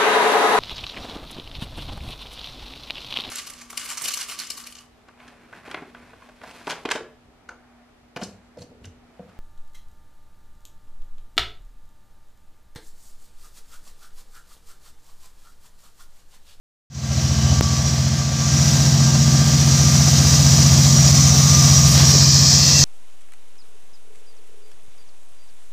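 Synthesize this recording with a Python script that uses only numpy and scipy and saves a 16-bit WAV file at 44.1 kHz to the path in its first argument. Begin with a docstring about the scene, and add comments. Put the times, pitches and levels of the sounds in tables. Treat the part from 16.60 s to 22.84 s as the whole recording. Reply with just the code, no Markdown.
"""A throbbing diesel exhaust fades in: a passenger train approaches, heard in mono from beside the track.
The throb comes once per crank turn as the engine gathers speed, and the machinery whines faintly.
Rough wheels roar and set the rails singing ever louder, with brief flange squeals. One sharp click
ducks the limiter early on; later the running gear knocks twice. As the train draws near, a ground
reflection interferes with the roar."""
import sys
import numpy as np
from scipy import signal
from scipy.fft import irfft, next_fast_len
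from scipy.io import wavfile
from scipy.ndimage import uniform_filter1d, minimum_filter1d

SR = 44100
rng = np.random.default_rng(int(sys.argv[2]) if len(sys.argv) > 2 else 0)


def materialize(psi):
    """Save the field psi as 16-bit PCM at rate SR to the path in sys.argv[1].

    A 1-D psi becomes a single channel; in a 2-D psi each row is a channel.
    """
    bounded = np.clip(np.atleast_2d(psi).T, -1, 1)
    quanta = np.round(bounded * 32767).astype(np.int16)
    wavfile.write(sys.argv[1], SR, quanta)


N = 275184
TIME = np.arange(N) / SR

# exhaust harmonics: (order [multiple of crank speed], relative level [dB])
EXHAUST_ORDERS = [(3, -32), (4, -24), (5, -7.5), (6, -7), (7, -13.5), (8, -13), (9, 2), (10, -2),
                  (11, -10.5), (12, -28), (13, -14.5), (14, -21.5), (15, -9.5), (16, -26.5), (17, -53),
                  (18, -28), (19, -29.5), (23, -27.5)]
# exhaust drone and its deep boom: (time [s], drone level [dB], boom level [dB])
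EXHAUST_LEVELS = [(0.62, -20.5, -24), (0.92, -18.5, -19), (1.12, -21, -25), (1.5, -19, -25),
                  (1.72, -22, -29), (2.05, -15.5, -24.5), (2.85, -14, -27.5), (3.7, -14.5, -20.5),
                  (4.35, -12.5, -22.5), (5.4, -13.5, -21.5), (5.8, -16, -24.5), (6.15, -19, -27)]
# turbulent exhaust gas: (frequency [Hz], relative spectral level [dB])
RUMBLE_SPECTRUM = [(15, -30), (30, -13), (50, -17), (75, 3), (135, -1), (200, -4), (270, -4), (330, -18.5),
                   (500, -31.5)]
RASP_SPECTRUM = [(150, -4), (260, -1), (350, -0.5), (450, -11.5), (560, -0.5), (690, 4), (800, -3.5),
                 (920, -14), (1050, -6), (1190, -1), (1350, -9.5), (2500, -19)]
# whines of the gear-driven turbocharger and the cooling fan: (time [s], level [dB])
TURBO_LEVELS = [(0.6, -47.5), (1.1, -35.5), (1.5, -42.5), (1.85, -37), (2.3, -50), (2.85, -36.5),
                (4.0, -44), (5.0, -33.5), (6.0, -44)]
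FAN_LEVELS = [(0.3, -50), (1.7, -49.5), (2.1, -41), (2.8, -40.5), (3.3, -49.5), (6.24, -56)]
# rail singing under the approaching wheels: (time [s], level [dB])
RAIL_LEVELS = [(0.65, -28.0), (1.3, -25.5), (1.72, -28.5), (2.08, -20), (2.45, -23), (3.55, -17.5),
               (5.3, -16), (5.65, -14.5), (6.15, -14)]
# rolling noise: (frequency [Hz], relative spectral level [dB])
ROAR_SPECTRUM = [(200, -5.5), (500, 1.5), (1000, -0.5), (1400, -2.5), (1800, 0), (2600, -.5), (3000, 0),
                 (3300, 2), (3600, 0.5), (4400, 3.5), (6000, 0), (9000, -17)]
RAIL_SPECTRUM = [(2800, -44), (3600, -13.5), (3850, -8.5), (4300, -6.5), (4750, -3.5), (5100, 1),
                 (5400, -4.5), (5800, 4.5), (6150, -0.5), (6800, -0.5), (7300, -6.5), (7750, -6),
                 (8000, -24), (9500, -43)]
SIZZLE_SPECTRUM = [(6000, -21), (8000, 7.5), (8750, 7), (9200, 0.5), (10500, -3.5), (12200, -2),
                   (13100, -4.5), (14500, 1), (15200, -5), (16000, -15)]
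# rail resonances: (frequency [Hz], half-width [Hz], relative level [dB])
RAIL_MODES = [(4400, 83, -24.5), (5175, 27, -20.5), (5610, 25, -13.5), (5800, 19, -29), (5856, 41, -20),
              (6025, 71, -16.5), (6820, 160, -23.5), (7640, 25, -30)]
# wheel flange squeals: (peak time [s], duration [s], frequency [Hz], level [dB])
FLANGE_SQUEALS = [(0.855, 0.27, 2990, -41.5), (1.266, 0.1, 5780, -32), (1.98, .15, 5680, -28.5),
                  (3.2, 0.4, 5750, -28.5), (4.398, .12, 5700, -22), (5.17, 0.16, 5750, -20),
                  (5.52, 0.19, 5620, -21.5), (6.05, 0.99, 4380, -29), (6.13, 0.2, 2700, -34)]
# knocks of the running gear: (time [s], frequency [Hz], level [dB])
KNOCKS = [(4.744, 520, -25), (5.535, 413, -25)]
# ground reflection, growing with nearness: (time [s], delay [ms], nearness [0-1])
GROUND_REFLECTION = [(0, 1.8, 0), (5.2, 2, 0.01), (5.48, 1.53, 0.3), (5.7, 1.42, 0.83), (6.24, 1.34, 0.64)]
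# surges of rolling noise: (peak time [s], duration [s], roar change [dB], sizzle change [dB])
ROLLING_SURGES = [(5.32, 0.068, -2, 4.5), (5.39, 0.1, 5, 1), (5.5, 0.038, 3, 6)]

SKIP_S, SKIP_TURNS = 5.29, 0.335   # the throb skips ahead once


def from_db(db):
    """Amplitude ratio of a level in decibels."""
    return 10 ** (np.asarray(db) / 20)


def rms_one(x):
    """Normalisation to unit mean power."""
    return x / np.sqrt(np.mean(x ** 2) + 1e-20)


def in_time(rows):
    """Linear interpolation of each column to one value per sample."""
    times, *columns = np.transpose(rows)
    return [np.interp(TIME, times, column) for column in columns]


def swell(peak_s, length_s):
    """Gaussian envelope with a peak of 1."""
    return np.exp(-2 * ((TIME - peak_s) / length_s) ** 2)


def drift(rate_hz):
    """Random modulation: low-passed noise of unit spread."""
    step, settle = 40, 2000
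    pole = np.exp(-2 * np.pi * rate_hz * step / SR)
    white = rng.standard_normal(N // step + settle + 2)
    slow = signal.lfilter([1], [1, -2 * pole, pole * pole], white)[settle:]
    return np.interp(np.arange(N) / step, np.arange(len(slow)), rms_one(slow))


def noise(gain_at):
    """Spectral shaping of white noise by a function of frequency; rms 1."""
    size = next_fast_len(N)
    hz = np.maximum(np.arange(size // 2 + 1) * SR / size, .5)
    white = rng.standard_normal(2 * len(hz)).view(complex)
    return rms_one(irfft(white * gain_at(hz), size)[:N])


def shaped(spectrum, ripple_db=0):
    """Broadband noise that rolls off beyond its spectrum; random ripple stands for modal overlap."""
    points_hz, db = np.transpose(spectrum)
    grid_hz = np.arange(0, SR / 2, 45)
    ripple = ripple_db * rng.standard_normal(len(grid_hz))

    def gain_at(hz):
        level_db = np.interp(np.log(hz), np.log(points_hz), db) + np.interp(hz, grid_hz, ripple)
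        return from_db(level_db) * np.minimum(1, points_hz[-1] / hz) ** 2 * np.minimum(1, hz / points_hz[0])
    return noise(gain_at)


def ringing(mode_hz, half_width_hz):
    """Resonance: one mode under random forcing; rms 1."""
    return noise(lambda hz: 1 / (1 + ((hz - mode_hz) / half_width_hz) ** 2))


def tone(hz, wander_hz, flutter_db):
    """A sine under random frequency and amplitude modulation; rms 1."""
    cycles = np.cumsum(hz + wander_hz * drift(15.26)) / SR
    return rms_one(np.sin(2 * np.pi * cycles) * from_db(flutter_db * drift(5.6)))


def crank_speed(start_hz=14.38, climb_hz_per_s=.245, governed_hz=15.17):
    """Uniform acceleration of the crankshaft until the governor holds it."""
    return np.minimum(start_hz + climb_hz_per_s * TIME, governed_hz)


def drone(turns, boom_db, drone_db, waver_db=0.97, overtone_fade_db_per_s=1.5):
    """Dispersion: the exhaust pipe delays each crank order differently, spreading the beat over a turn."""
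    boom, body = np.zeros(N), np.zeros(N)
    skipped = np.clip((TIME - SKIP_S) / .03, 0, 1)
    for order, db in EXHAUST_ORDERS:
        deep, overtone = order < 8, order > 13
        smear_turns = 0.019 if deep else .35
        cycles = order * turns - smear_turns * (order - 9.5) ** 2 / 2   # centred on the resonance
        before_skip = np.cos(2 * np.pi * cycles)
        after_skip = np.cos(2 * np.pi * (cycles + order * SKIP_TURNS))
        fade_db = overtone * overtone_fade_db_per_s * (TIME - TIME.mean())
        partial = (1 - skipped) * before_skip + skipped * after_skip
        partial *= from_db(db + waver_db * drift(6.0) - fade_db)
        if deep:
            boom += partial
        else:
            body += partial
    return from_db(boom_db) * rms_one(boom) + from_db(drone_db) * rms_one(body)


def exhaust(speed, beat_db=1.6, firing_db=2.2, uneven_db=2.4):
    """Pulsating flow: a harmonic drone, turbulent rumble and a rasp that puffs with each firing."""
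    drone_db, boom_db = in_time(EXHAUST_LEVELS)
    effort_db = drone_db - drone_db.mean()
    turns = np.cumsum(speed) / SR - .415
    beat = np.cos(2 * np.pi * (turns + SKIP_TURNS * (TIME > SKIP_S)))
    firing = np.cos(2 * np.pi * 12 * turns)   # twelve firings a turn
    puffs = from_db(beat_db * beat + firing_db * firing + uneven_db * drift(66))
    rasp = from_db(-33.5 + 0.72 * effort_db) * rms_one(shaped(RASP_SPECTRUM) * puffs)
    rumble = from_db(-29.5 + 0.63 * effort_db) * shaped(RUMBLE_SPECTRUM)
    return (drone(turns, boom_db, drone_db) + rumble) * from_db(0.44) + rasp


def whines(speed, turbo_order=78.9, gear_order=73, fan_hz=1591, blower_hz=701):
    """Rotational tones: turbocharger and gear follow the crank; fan and blower keep their own speed."""
    turbo_db, = in_time(TURBO_LEVELS)
    fan_db, = in_time(FAN_LEVELS)
    turbo = from_db(turbo_db) * tone(turbo_order * speed, wander_hz=5.66, flutter_db=2.1)
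    gear_gain = from_db(-39) * swell(peak_s=5.07, length_s=1.3)
    gear = gear_gain * tone(gear_order * speed, wander_hz=5.15, flutter_db=0)
    fan = from_db(fan_db) * tone(fan_hz, wander_hz=2.55, flutter_db=2.5)
    blower = from_db(-49) * tone(blower_hz, wander_hz=4.23, flutter_db=0.5)
    return turbo + gear + fan + blower


def shimmer(spectrum, ripple_db, change_hz=0.6986):
    """Modal overlap in steel: which crowded modes are strong changes as the wheels roll on."""
    weights = (np.cos(np.pi * (change_hz * TIME + k / 3)) ** 2 for k in range(3))
    return rms_one(sum(weight * shaped(spectrum, ripple_db) for weight in weights))


def rails(swell_db=4.0, flutter_db=0.82):
    """Forced vibration: wheel roughness drives a dense hiss of rail modes, and a few ring out."""
    singing = from_db(-1.98) * shimmer(RAIL_SPECTRUM, ripple_db=2.0)
    for mode_hz, half_width_hz, db in RAIL_MODES:
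        singing += from_db(db + swell_db * drift(2.3)) * ringing(mode_hz, half_width_hz)
    return singing * from_db(flutter_db * drift(8.4))


def wheels(grit_db=0.52):
    """Rolling contact: one roughness modulates the roar, rail singing, sizzle and squeals alike."""
    rail_db, = in_time(RAIL_LEVELS)
    approach_db = rail_db - rail_db.mean()
    _, nearness = in_time(GROUND_REFLECTION)
    roar_db = -28 + 0.58 * approach_db - 2.5 * nearness
    sizzle_db = -38 + 1.22 * approach_db - 9 * nearness
    for peak_s, length_s, roar_change_db, sizzle_change_db in ROLLING_SURGES:
        roar_db += roar_change_db * swell(peak_s, length_s)
        sizzle_db += sizzle_change_db * swell(peak_s, length_s)
    roar = from_db(roar_db) * over_ground(shimmer(ROAR_SPECTRUM, ripple_db=2.33))
    # the top mode is damped fast along the rail, so it emerges only as the train approaches
    top_db = -26 + 2.2 * (TIME - 4.5).clip(max=0)
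    top_mode = from_db(top_db) * ringing(mode_hz=14100, half_width_hz=460)
    # close by, the wheel discs add their own lower ring
    discs = nearness * from_db(-2) * ringing(mode_hz=5200, half_width_hz=580)
    singing = from_db(rail_db) * (rails() + top_mode + discs)
    sizzle = from_db(sizzle_db) * shimmer(SIZZLE_SPECTRUM, ripple_db=3.0)
    return (roar + singing + sizzle + squeals()) * from_db(grit_db * drift(55))


def squeals(relative_width=0.0036):
    """Sharp resonance: wheel flanges sing in narrow bands that swell and die away."""
    return sum(from_db(db) * swell(peak_s, length_s) * ringing(hz, relative_width * hz)
               for peak_s, length_s, hz, db in FLANGE_SQUEALS)


def click(at_s=1.0099, step_db=6.5, low_cut_hz=120):
    """Step response: the microphone's low cut pulls a sudden jump in the signal back to rest."""
    step = from_db(step_db) * (TIME >= at_s)
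    return signal.sosfilt(signal.butter(2, low_cut_hz, "high", fs=SR, output="sos"), step)


def knocks(t60_s=0.16, relative_width=.4):
    """Heavy damping: broad resonances of the running gear start at once and decay exponentially."""
    total = np.zeros(N)
    for at_s, hz, db in KNOCKS:
        envelope = (TIME >= at_s) * from_db(db - 60 * np.abs(TIME - at_s) / t60_s)
        total += envelope * ringing(hz, relative_width * hz)
    return total


def over_ground(x, reflectance=0.55):
    """Interference: an inverted, grazing reflection cuts notches that climb as its delay shrinks."""
    delay_ms, nearness = in_time(GROUND_REFLECTION)
    strength = reflectance * nearness
    echo = np.interp(TIME - delay_ms / 1000, TIME, x)
    return (x - strength * echo) / np.sqrt(1 + strength ** 2)


def scene():
    """Superposition of all sources, alike in both channels."""
    speed = crank_speed()
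    mono = exhaust(speed) + whines(speed) + wheels() + knocks() + click()
    return np.array([mono, mono])


def limiter(x, ceiling=0.89, hold_s=0.026, ease_s=0.0024):
    """Look-ahead limiting: the gain drops just before each overload and returns just after."""
    allowed = ceiling / np.maximum(np.abs(x), ceiling)
    held = minimum_filter1d(allowed, int(hold_s * SR))
    return x * uniform_filter1d(held, int(ease_s * SR))


def record(dry, start_s=0.3, fade_s=0.31, cutoff_hz=15500):
    """Peak limiting, a fade in from silence and steep low-pass filtering."""
    fade = np.clip((TIME - start_s) / fade_s + 0.029, 0, 1) * (TIME > start_s)
    low_pass = signal.ellip(12, .1, 90, cutoff_hz, fs=SR, output="sos")
    return signal.sosfilt(low_pass, limiter(dry) * fade)


dry = scene()
out = record(dry)
materialize(out)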